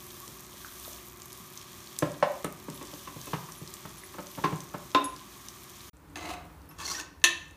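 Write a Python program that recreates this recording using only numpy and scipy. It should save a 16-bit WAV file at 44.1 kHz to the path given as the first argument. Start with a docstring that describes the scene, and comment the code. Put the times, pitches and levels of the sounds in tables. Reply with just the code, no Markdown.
"""A wooden masher thumps cooked lentils in an aluminium cooker, each blow exciting the metal's damped modes.
Air pockets in the wet mash pop and crackle, glass bangles tink and a fan hums in the tiled kitchen.
After a short silence the kitchen is quieter, with a lit burner: a steel ladle drags twice through
the cooker, rasping and squeaking by stick-slip friction, and clanks on its rim."""
import sys
import numpy as np
from scipy import signal
from scipy.fft import rfft, irfft, next_fast_len
from scipy.io import wavfile
from scipy.ndimage import uniform_filter1d

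SR = 44100
rng = np.random.default_rng(int(sys.argv[2]) if len(sys.argv) > 2 else 0)


def transcribe(u):
    """Save the signal u as a 16-bit wav file named by the first command-line argument.

    u: samples, shape (n,) or (channels, n), limited to [-1, 1]; the rate is SR.
    q: integer samples, one column per channel.
    """
    v = np.clip(np.atleast_2d(u).T, -1, 1)
    q = np.round(v * 32767).astype(np.int16)
    wavfile.write(sys.argv[1], SR, q)


N = 333730


def undb(db):
    """Decibels as an amplitude ratio."""
    return 10 ** (np.asarray(db) / 20)


def level(x, db):
    """Scaling to an RMS level."""
    return x * undb(db) / np.sqrt(np.mean(x ** 2))


def peak(x, db):
    """Scaling to a peak level."""
    return x * undb(db) / np.abs(x).max()


def colour(x, points):
    """Spectral shaping by points of frequency_hz, gain_db."""
    size = next_fast_len(len(x))
    hz, db = np.transpose(points)
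    bins_hz = np.arange(size // 2 + 1) * SR / size
    gain = undb(np.interp(np.log(bins_hz + 1), np.log(hz), db))
    return irfft(rfft(x, size) * gain, size)[:len(x)]


def cut(x, order, hz, kind):
    """A maximally flat low-pass or high-pass filter."""
    return signal.sosfilt(signal.butter(order, hz, kind, fs=SR, output="sos"), x)


def ring(x, hz, t60):
    """A damped oscillator: one mode, with little skirt far from its pitch."""
    radius = np.exp(-np.log(1000) / (max(t60, .002) * SR))
    angle = 2 * np.pi * hz / SR
    return signal.lfilter([1, 0, -1], [1, -2 * radius * np.cos(angle), radius * radius], x)


def band(x, hz, width_hz):
    """A resonance with gain 1 at its centre."""
    return signal.lfilter(*signal.iirpeak(hz, hz / width_hz, fs=SR), x)


def add(out, start_s, x):
    """Superposition of x from a given time."""
    i = int(start_s * SR)
    out[i:i + len(x)] += x[:N - i]


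def walk(rate_hz):
    """Random modulation: held values, smoothed twice."""
    hold = int(SR / rate_hz)
    steps = np.repeat(rng.standard_normal(N // hold + 1), hold)
    return 2.46 * uniform_filter1d(uniform_filter1d(steps, hold), hold)[:N]


def grains(per_s, spread_db):
    """Shot noise: random clicks, many small and a few large."""
    hit = rng.random(N) < per_s / SR
    return hit * rng.standard_normal(N) * undb(spread_db * np.minimum(rng.exponential(size=N), 4))


def struck(peak_db, contact_ms, t60_share, modes, scatter_db, flutter_db):
    """Modal response: a rough force pulse drives modes that each flutter in level."""
    t, flutter_step_s = np.arange(SR // 3) / SR, .012
    force = rng.standard_normal(len(t)) * np.sin(np.pi * np.minimum(1000 * t / max(contact_ms, .1), 1))
    shares = undb(scatter_db * rng.standard_normal(len(modes)))
    knots = np.arange(0, t[-1] + flutter_step_s, flutter_step_s)
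    out = np.zeros(len(t))
    for share, (hz, db, t60) in zip(shares, modes):
        flutter = undb(np.interp(t, knots, flutter_db * rng.standard_normal(len(knots))))
        tone = ring(band(force, hz, 1.72 * hz), hz, t60_share * t60)
        out += share * peak(flutter * tone, db)
    return peak(out, peak_db)


def room(x):
    """Reverberation: reflections off tiles build a dense tail that dies sooner in the treble."""
    low_t60_s, high_t60_s, tail_db = 0.47, 0.2, -6
    t = np.arange(SR // 2) / SR
    noise = rng.standard_normal(len(t))
    low = cut(noise, 1, 2500, "low")
    tail = low * undb(-60 * t / low_t60_s) + (noise - low) * undb(-60 * t / high_t60_s)
    tail *= 1 - np.exp(-(t / 0.0016) ** 2)
    return x + undb(tail_db) * signal.fftconvolve(x, tail / np.sqrt(np.sum(tail ** 2)))[:N]


def rumble():
    """Narrow-band noise, heard as a low drone."""
    # noise bands: centre_hz, width_hz, level_db
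    bands = [(59, 2.8, -64.5), (93, 6.2, -65)]
    return sum(level(band(rng.standard_normal(N), hz, width), db) for hz, width, db in bands)


def burner():
    """Broadband noise of a kitchen with a lit burner, drifting in level."""
    # noise spectrum: frequency_hz, density_db
    spectrum = [(15, -51), (42, -21), (62, -2.5), (78, 1.5), (95, -8.5), (125, -18.5), (160, -2.5),
                (221, -22), (295, -5), (389, -21), (457, -17.5), (684, -24.5), (919, -18), (2300, -31),
                (3200, -35), (5000, -38), (8000, -39.5), (15500, -38)]
    return level(colour(rng.standard_normal(N), spectrum), -54) * undb(1.5 * walk(2.5))


def fan():
    """Rotation gives wavering harmonics of the shaft rate over the noise of rushing air."""
    # hum: shaft_multiple, level_db
    harmonics = [(6, -4), (7, -6), (9, -9), (10, -3), (11, -10), (12, -11), (13, -6), (16, -3), (17, 0),
                 (18, -3), (28, -11), (33, -12), (36, -14)]
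    # air flow: frequency_hz, density_db
    air = [(15, -60), (42, -47), (55, -1.5), (78, -10), (130, -6.5), (200, -8.5), (290, -14.5), (385, -7.5),
           (417, -17), (687, -19.5), (818, -17), (1150, -5), (1450, -19.5), (2500, -16.5), (3250, -50),
           (5500, -120)]
    shaft_hz = 21.2 * (1 + 0.00069 * walk(0.703))
    angle = 2 * np.pi * np.cumsum(shaft_hz) / SR
    hum = sum(undb(db + walk(2.44)) * np.sin(k * angle + rng.uniform(0, 2 * np.pi))
              for k, db in harmonics)
    return level(hum, -56) + level(colour(rng.standard_normal(N), air), -53.5)


def bursts(events, decay_ms):
    """Damped transients: tiny noise bursts, each filtered around its own pitch."""
    out, t = np.zeros(N), np.arange(600) / SR
    for start_s, db, hz in events:
        burst = rng.standard_normal(len(t)) * np.exp(-t * 1000 / decay_ms)
        body = band(band(burst, hz, 0.95 * hz), hz, 0.95 * hz)
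        snap = 0.036 * np.diff(burst, prepend=0)
        add(out, start_s, peak(body + snap, db))
    return out


def drips():
    """Small drips tick: impulses too short to carry a clear pitch."""
    # ticks: start_s, level_db, centre_hz
    ticks = [(5.9693, -46, 8650), (6.1, -49, 7300), (6.4537, -47, 9060), (6.6184, -46, 5590),
             (6.6573, -46, 13100), (7.2, -47, 12600), (7.4826, -45, 7500), (7.5103, -43, 6890)]
    return bursts(ticks, decay_ms=0.56)


def bangles():
    """Glass bangles touch and vibrate freely in two close modes."""
    # touches: start_s, level_db, pitch_hz
    touches = [(2.742, -44, 11000), (2.7505, -49, 10200), (3.5788, -44, 10300), (3.981, -45, 10200),
               (4.037, -44, 10200), (5.0434, -30, 10190), (5.047, -41, 6745), (6.69, -43, 11400),
               (6.692, -58, 5300), (6.705, -57, 10200)]
    # glass modes: pitch_ratio, level_db, free_t60_s
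    glass = [(1, 0, .36), (1.083, -7, .2)]
    out = np.zeros(N)
    for start_s, db, hz in touches:
        modes = [(ratio * hz, mode_db, t60) for ratio, mode_db, t60 in glass]
        tink = struck(db, contact_ms=0.85, t60_share=.22, modes=modes, scatter_db=2, flutter_db=3)
        add(out, start_s, tink)
    return out


def ladle_drags():
    """Sliding friction: steel slips in uneven grains that hiss and drive the metal's resonances."""
    # grit envelope, one list for each drag: time_s, level_db
    envelopes = [
        [(6.157, -59), (6.162, -46), (6.19, -47.5), (6.25, -48), (6.29, -44), (6.335, -44.5), (6.36, -62),
         (6.46, -76)],
        [(6.69, -89), (6.715, -61), (6.76, -72), (6.768, -62), (6.78, -66), (6.786, -46), (6.84, -42),
         (6.866, -33), (6.87, -54), (6.878, -34.5), (6.93, -39), (7.0, -38), (7.022, -54), (7.14, -87)],
    ]
    # resonances across the base: centre_hz, width_hz, level_db
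    base = [(313, 24, 0), (698, 99, -4.5), (1090, 130, -10.5), (2060, 86, -8.5), (2570, 230, -16),
            (3960, 200, -18), (6340, 380, -23)]
    # resonances up the wall: centre_hz, width_hz, level_db
    wall = [(326, 25, 5), (1077, 210, 2.5), (1510, 72, -5), (1745, 32, -3), (2670, 59, -9),
            (3400, 280, -16), (4330, 200, -11.5), (4760, 150, -14), (5750, 440, -9.5), (6520, 360, -13),
            (12150, 300, -31)]
    # grit: frequency_hz, density_db
    grit = [(120, -52), (200, -23), (339, -3), (525, -12.5), (728, -5), (1350, -10), (1810, -12.5),
            (3180, -16.5), (5910, -21.5), (15500, -31)]
    out, t = np.zeros(N), np.arange(N) / SR
    strokes = zip(envelopes, (base, wall), (-4.5, -5.5), (-13.5, -20))
    for envelope, resonances, hiss_db, low_offset_db in strokes:
        times_s, grit_db = np.transpose(envelope)
        low_db = low_offset_db + 0.56 * grit_db  # the rumble in the metal follows the grit
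        slip = level(grains(7000, 2.1), 0) * undb(0.96 * walk(150))
        metal = sum(undb(db + 2 * walk(45)) * band(slip, hz, width) for hz, width, db in resonances)
        scrape = level(colour(slip, grit), hiss_db) + level(metal, -1.8)
        for kind, db in (("low", low_db), ("high", grit_db)):
            gain = undb(np.interp(t, times_s, db, left=-120, right=-120))
            out += level(cut(scrape, 3, 3200, kind), -2.14) * gain
    return out


def ladle_squeaks():
    """Stick-slip oscillation: the ladle's edge sings short notes that swell, waver and stop."""
    # squeaks: start_s, length_s, pitch_hz, level_db
    notes = [(6.253, 0.028, 723, -41), (6.287, 0.046, 736.5, -35), (6.845, 0.022, 4320, -32),
             (6.876, 0.009, 2130, -34.5), (6.877, 0.037, 4250, -39), (6.897, 0.037, 4850, -38),
             (6.942, 0.016, 1854, -33), (6.949, 0.0058, 5590, -30.5), (6.956, 0.019, 5800, -35),
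             (6.973, 0.025, 1540, -37)]
    out = np.zeros(N)
    for start_s, length_s, hz, db in notes:
        size = int(length_s * SR)
        waver = 1 + 0.018 * uniform_filter1d(rng.standard_normal(size), 60) * np.sqrt(60)
        swell = np.sin(np.pi * np.linspace(0, 1, size) ** 1.6)
        add(out, start_s, undb(db) * swell * np.sin(2 * np.pi * hz * np.cumsum(waver) / SR))
    return out


def ladle_clanks():
    """Brief steel impacts excite the cooker's high modes; the broth makes their ringing flutter."""
    # impacts: start_s, level_db, contact_ms, t60_share
    impacts = [(6.157, -27.5, 1.64, 0.04), (6.711, -45, 0.73, 0.05), (6.8, -32, 0.48, 0.44),
               (6.9505, -30, .5, .04), (6.9995, -24, .3, 0.04), (7.217, -43.5, 1, .05),
               (7.24, -2, .7, 0.18)]
    # modes of the cooker with thin broth: pitch_hz, level_db, free_t60_s
    rim = [(343, -20, 1.2), (1038, -13, 1.1), (1068, -19, .8), (1728, -14, .7), (1762, -7, 1.2),
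           (1790, -6, 1.1), (2642, 0, .75), (2590, -9, 0.5), (3052, -20, .9), (3310, -13, 1.1),
           (3400, -15, 0.8), (3784, -13, .7), (4032, -15, .7), (4226, -17, .8), (5900, -19, .8),
           (6395, -17, .7), (6525, -13, 0.8), (9674, -18, .5)]
    # the many short modes of a steel blow: frequency_hz, density_db
    dense_modes = [(300, -30), (900, -9.5), (1500, -15), (2700, -6.5), (4300, -6), (5000, -21), (6000, -5),
                   (6900, -6.5), (7500, -21), (9300, -14), (15500, -31)]
    out, t = np.zeros(N), np.arange(SR // 4) / SR
    for start_s, db, contact_ms, t60_share in impacts:
        clatter = colour(rng.standard_normal(len(t)), dense_modes) * undb(-60 * t / (0.4 * t60_share))
        add(out, start_s, struck(db - 4, contact_ms, t60_share, rim, scatter_db=1, flutter_db=2.5))
        add(out, start_s, peak(clatter, db - 6))
    return out


def mash_fizz():
    """Air pockets resonate by size: a crackle over fine hiss, brighter while the masher only stirs."""
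    # pocket resonances: centre_hz, level_db
    pockets = [(3400, -11.5), (5400, -33), (6600, -11), (9000, -14), (13000, -6)]
    # colour of the fizz: frequency_hz, gain_db
    spectrum = [(820, -43), (1400, -22), (1600, 0), (1990, -8), (2590, -6.5), (3230, -1), (4970, -4.5),
                (6080, -1), (7900, -6), (9100, -5), (10600, -8.5), (12900, -4.5), (15500, -9)]
    stir_end_s, stir_fade_s = 1.35, 0.3
    crackle = sum(level(band(grains(300, 2.4), hz, 0.5 * hz), db) * undb(.8 * walk(9))
                  for hz, db in pockets)
    hiss = rng.standard_normal(N) * undb(1.2 * walk(7.5))
    fizz = level(colour(crackle + hiss, spectrum), 0)
    stir = np.clip(1 - (np.arange(N) / SR - stir_end_s) / stir_fade_s, 0, 1)
    treble = band(fizz, 12500, 5000)
    treble_gain = undb(3 * stir + .6 * walk(14))
    return (fizz + (treble_gain - 1) * treble) * undb(-51 + 0.8 * stir)


def mash_pops():
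    """Bursting pockets in the wet mash release short pressure pulses."""
    # the loudest pops: start_s, level_db, centre_hz
    pops = [(0.2782, -30, 6310), (0.3865, -41, 6080), (0.4658, -38, 6270), (0.7985, -29, 8640),
            (0.8495, -31.5, 3700), (0.9319, -32, 6200), (0.9862, -38.5, 3300), (1.219, -33, 6200),
            (1.329, -29.5, 9100), (1.575, -26.5, 6200), (1.6145, -32, 5840), (1.8726, -33, 4620),
            (1.9884, -15, 7950), (2.1176, -36, 6940), (2.149, -44, 3040), (2.446, -22.5, 8550),
            (2.7005, -30, 6450), (2.7756, -37, 3500), (2.8275, -34, 7480), (2.853, -35, 7200),
            (2.8714, -33.5, 6650), (2.9385, -31, 4400), (3.2141, -33, 5650), (3.2575, -31.5, 13500),
            (3.5209, -30.5, 6790), (3.676, -29.5, 5700), (3.739, -27.5, 8900), (3.8926, -35, 8550),
            (4.269, -31.5, 5660), (4.351, -35.5, 3410), (4.559, -34, 8100), (4.605, -30, 5800),
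            (4.9162, -34.5, 4000), (5.0424, -27, 7960), (5.1627, -34, 5170), (5.4852, -25.5, 6800),
            (5.8063, -35, 3300)]
    return bursts(pops, decay_ms=1.5)


def mash_plops():
    """Bubble resonance: a closing air pocket sings a few cycles that glide upward."""
    # air pockets: start_s, level_db, pitch_hz
    pockets = [(.54, -43, 523), (0.647, -26, 1380), (0.855, -33, 1100), (.878, -33, 577),
               (4.036, -30.5, 1820)]
    out = np.zeros(N)
    for start_s, db, hz in pockets:
        cycles = np.arange(2000) * hz / SR
        envelope = np.exp(-cycles / 2) * np.minimum(cycles, 1)
        add(out, start_s, undb(db) * envelope * np.sin(2 * np.pi * cycles * (1 + 0.019 * cycles)))
    return out


def squelch():
    """A flow tone: air sucked past the masher rises in pitch as the gap narrows."""
    start_s, length_s, level_db = 0.19, 0.089, -51.5
    out, size = np.zeros(N), int(length_s * SR)
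    pitch_hz = np.linspace(1007, 1230, size)
    add(out, start_s, undb(level_db) * np.hanning(size) * np.sin(2 * np.pi * np.cumsum(pitch_hz) / SR))
    return out


def masher():
    """Impact excitation: central blows ring the base, edge blows rim and wall; hard ones also crack."""
    # blows: start_s, knock_db, thump_db, place (0 centre to 1 edge), hardness (0 to 1), contact_ms
    blows = [(0.271, -41, -48, 0.36, 0, 34), (1.396, -61, -46, .3, 0.4, 21),
             (2.022, -7.5, -24.5, 0.52, 0.44, 9.4), (2.225, -7.5, -30, 0.18, 1, 6.1),
             (2.445, -18, -24.5, 0.81, 0.45, 3.46), (2.682, -24.5, -28.5, 0.69, 0.36, 9.4),
             (2.809, -29.5, -52, 0.63, 0.44, 20), (2.931, -31.5, -40, 0.37, 0, 7.7),
             (3.071, -36.5, -49, 0.82, 0.86, 19.5), (3.16, -35, -35, 0.41, 0.2, 12),
             (3.268, -29.5, -62, 0.52, 0.43, 16), (3.331, -16, -27.5, 0.59, 0.64, 8.3),
             (3.486, -41, -41, 0.82, 0.86, 8.6), (3.613, -47, -36, 0.51, 0.1, 8.6),
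             (3.85, -34.5, -34, 0.83, 0.62, 10.8), (4.136, -34.5, -56, 0.6, 0.56, 22),
             (4.18, -23.5, -39, 0.48, 0.44, 20), (4.372, -22.5, -35.5, 0.5, 0.5, 31),
             (4.437, -16.5, -25.5, 0.87, 0.63, 17.8), (4.521, -21, -27, 0.46, 0.25, 15.2),
             (4.594, -49, -50, 0.59, 0.7, 8.3), (4.738, -20.5, -31, 0.43, 0.61, 15),
             (4.947, -9, -37, 0.71, 0.59, 6)]
    # modes of cooker on worktop, rim, base, wall and upper wall: pitch_hz, level_db, free_t60_s
    parts = [
        [(104, -16, 0.55), (153.4, 13.5, 0.31), (202, -25, 0.23)],
        [(286, -3, 0.45), (303, -4, 0.31), (347, -7.5, 0.15), (405, -4.5, 0.1)],
        [(528, -6, 0.089), (569, -2, 0.17), (676, -13.5, 0.16), (780, -8, 0.14), (864, -6.5, 0.092)],
        [(950, 5, 0.067), (1028, 17.5, 0.12), (1110, 9.5, 0.11), (1240, -3, 0.04)],
        [(1630, -8, 0.051), (1770, 0, 0.07), (2170, 2, 0.022), (2628, 2.5, 0.048), (3570, -1.5, 0.058),
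         (5160, -11, 0.027)],
    ]
    # crack of wood on metal: frequency_hz, density_db
    crack_spectrum = [(150, -36), (400, -9.5), (1000, -1.5), (1500, -6), (2500, -11), (5000, -21.5),
                      (9000, -34), (15500, -49)]
    place_db, hardness_db, crack_t60_s = 24, 20, 0.082
    contact_shares = (0.9, 0.883, 1.0, 0.72, 0.46)
    out, t = np.zeros(N), np.arange(SR // 8) / SR
    for start_s, knock_db, thump_db, place, hardness, contact_ms in blows:
        base_db = knock_db - place_db * place
        edge_db = knock_db - place_db * (1 - place)
        rim_db = edge_db - hardness_db * hardness + 10
        wall_db = edge_db - hardness_db * (1 - hardness)
        # weight damps the metal; it rings longer where the edge knock outweighs the thump
        freedom = 0.23 + 0.0347 * max(edge_db - thump_db, 0)
        t60_shares = (0.27,) + (freedom,) * 4  # the worktop rings alike under every blow
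        levels_db = (thump_db, rim_db, base_db, wall_db + 10.5, wall_db + 13 + 40 * np.log10(freedom))
        for modes, part_db, contact_share, t60_share in zip(parts, levels_db, contact_shares, t60_shares):
            # the wet mash detunes every mode from blow to blow and makes it flutter
            detuned = [(hz * (1 + .012 * rng.standard_normal()), db, t60) for hz, db, t60 in modes]
            push_ms = contact_share * contact_ms
            add(out, start_s, struck(part_db, push_ms, t60_share, detuned, scatter_db=1.5, flutter_db=5))
        attack = 1 - np.exp(-(t * 2500 / contact_ms) ** 2)
        crack = colour(rng.standard_normal(len(t)), crack_spectrum) * undb(-60 * t / crack_t60_s)
        add(out, start_s, peak(attack * crack, wall_db + 7.5))
    return out


def scene():
    """Superposition of the sources: mashing before a short silence, ladling after it."""
    silence_start_s, silence_end_s, fade_s = 5.897, 5.931, .002
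    escape_share = 0.88  # of the pops, leaving the cooker for the room
    t = np.arange(N) / SR
    before = np.clip((silence_start_s - t) / fade_s, 0, 1)
    after = np.clip((t - silence_end_s) / fade_s, 0, 1)
    pops = mash_pops()
    near = masher() + mash_plops() + squelch() + escape_share * pops + drips() + bangles()
    near += ladle_clanks() + ladle_drags() + ladle_squeaks()
    near = cut(near, 3, 75, "high")  # small objects radiate no deep bass
    out = burner() * after
    out += (rumble() + room(near)) * (before + after)
    out += ((1 - escape_share) * pops + mash_fizz() + fan()) * before
    return out[None]


def record(dry):
    """Band limiting: the highest treble drops by a step, then the top is cut off."""
    shelf_hz, top_hz = 15490, 16645
    shelved = signal.sosfilt(signal.ellip(10, .2, 30, shelf_hz, fs=SR, output="sos"), dry)
    return signal.sosfilt(signal.ellip(10, .2, 70, top_hz, fs=SR, output="sos"), shelved)


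dry = scene()
out = record(dry)
transcribe(out)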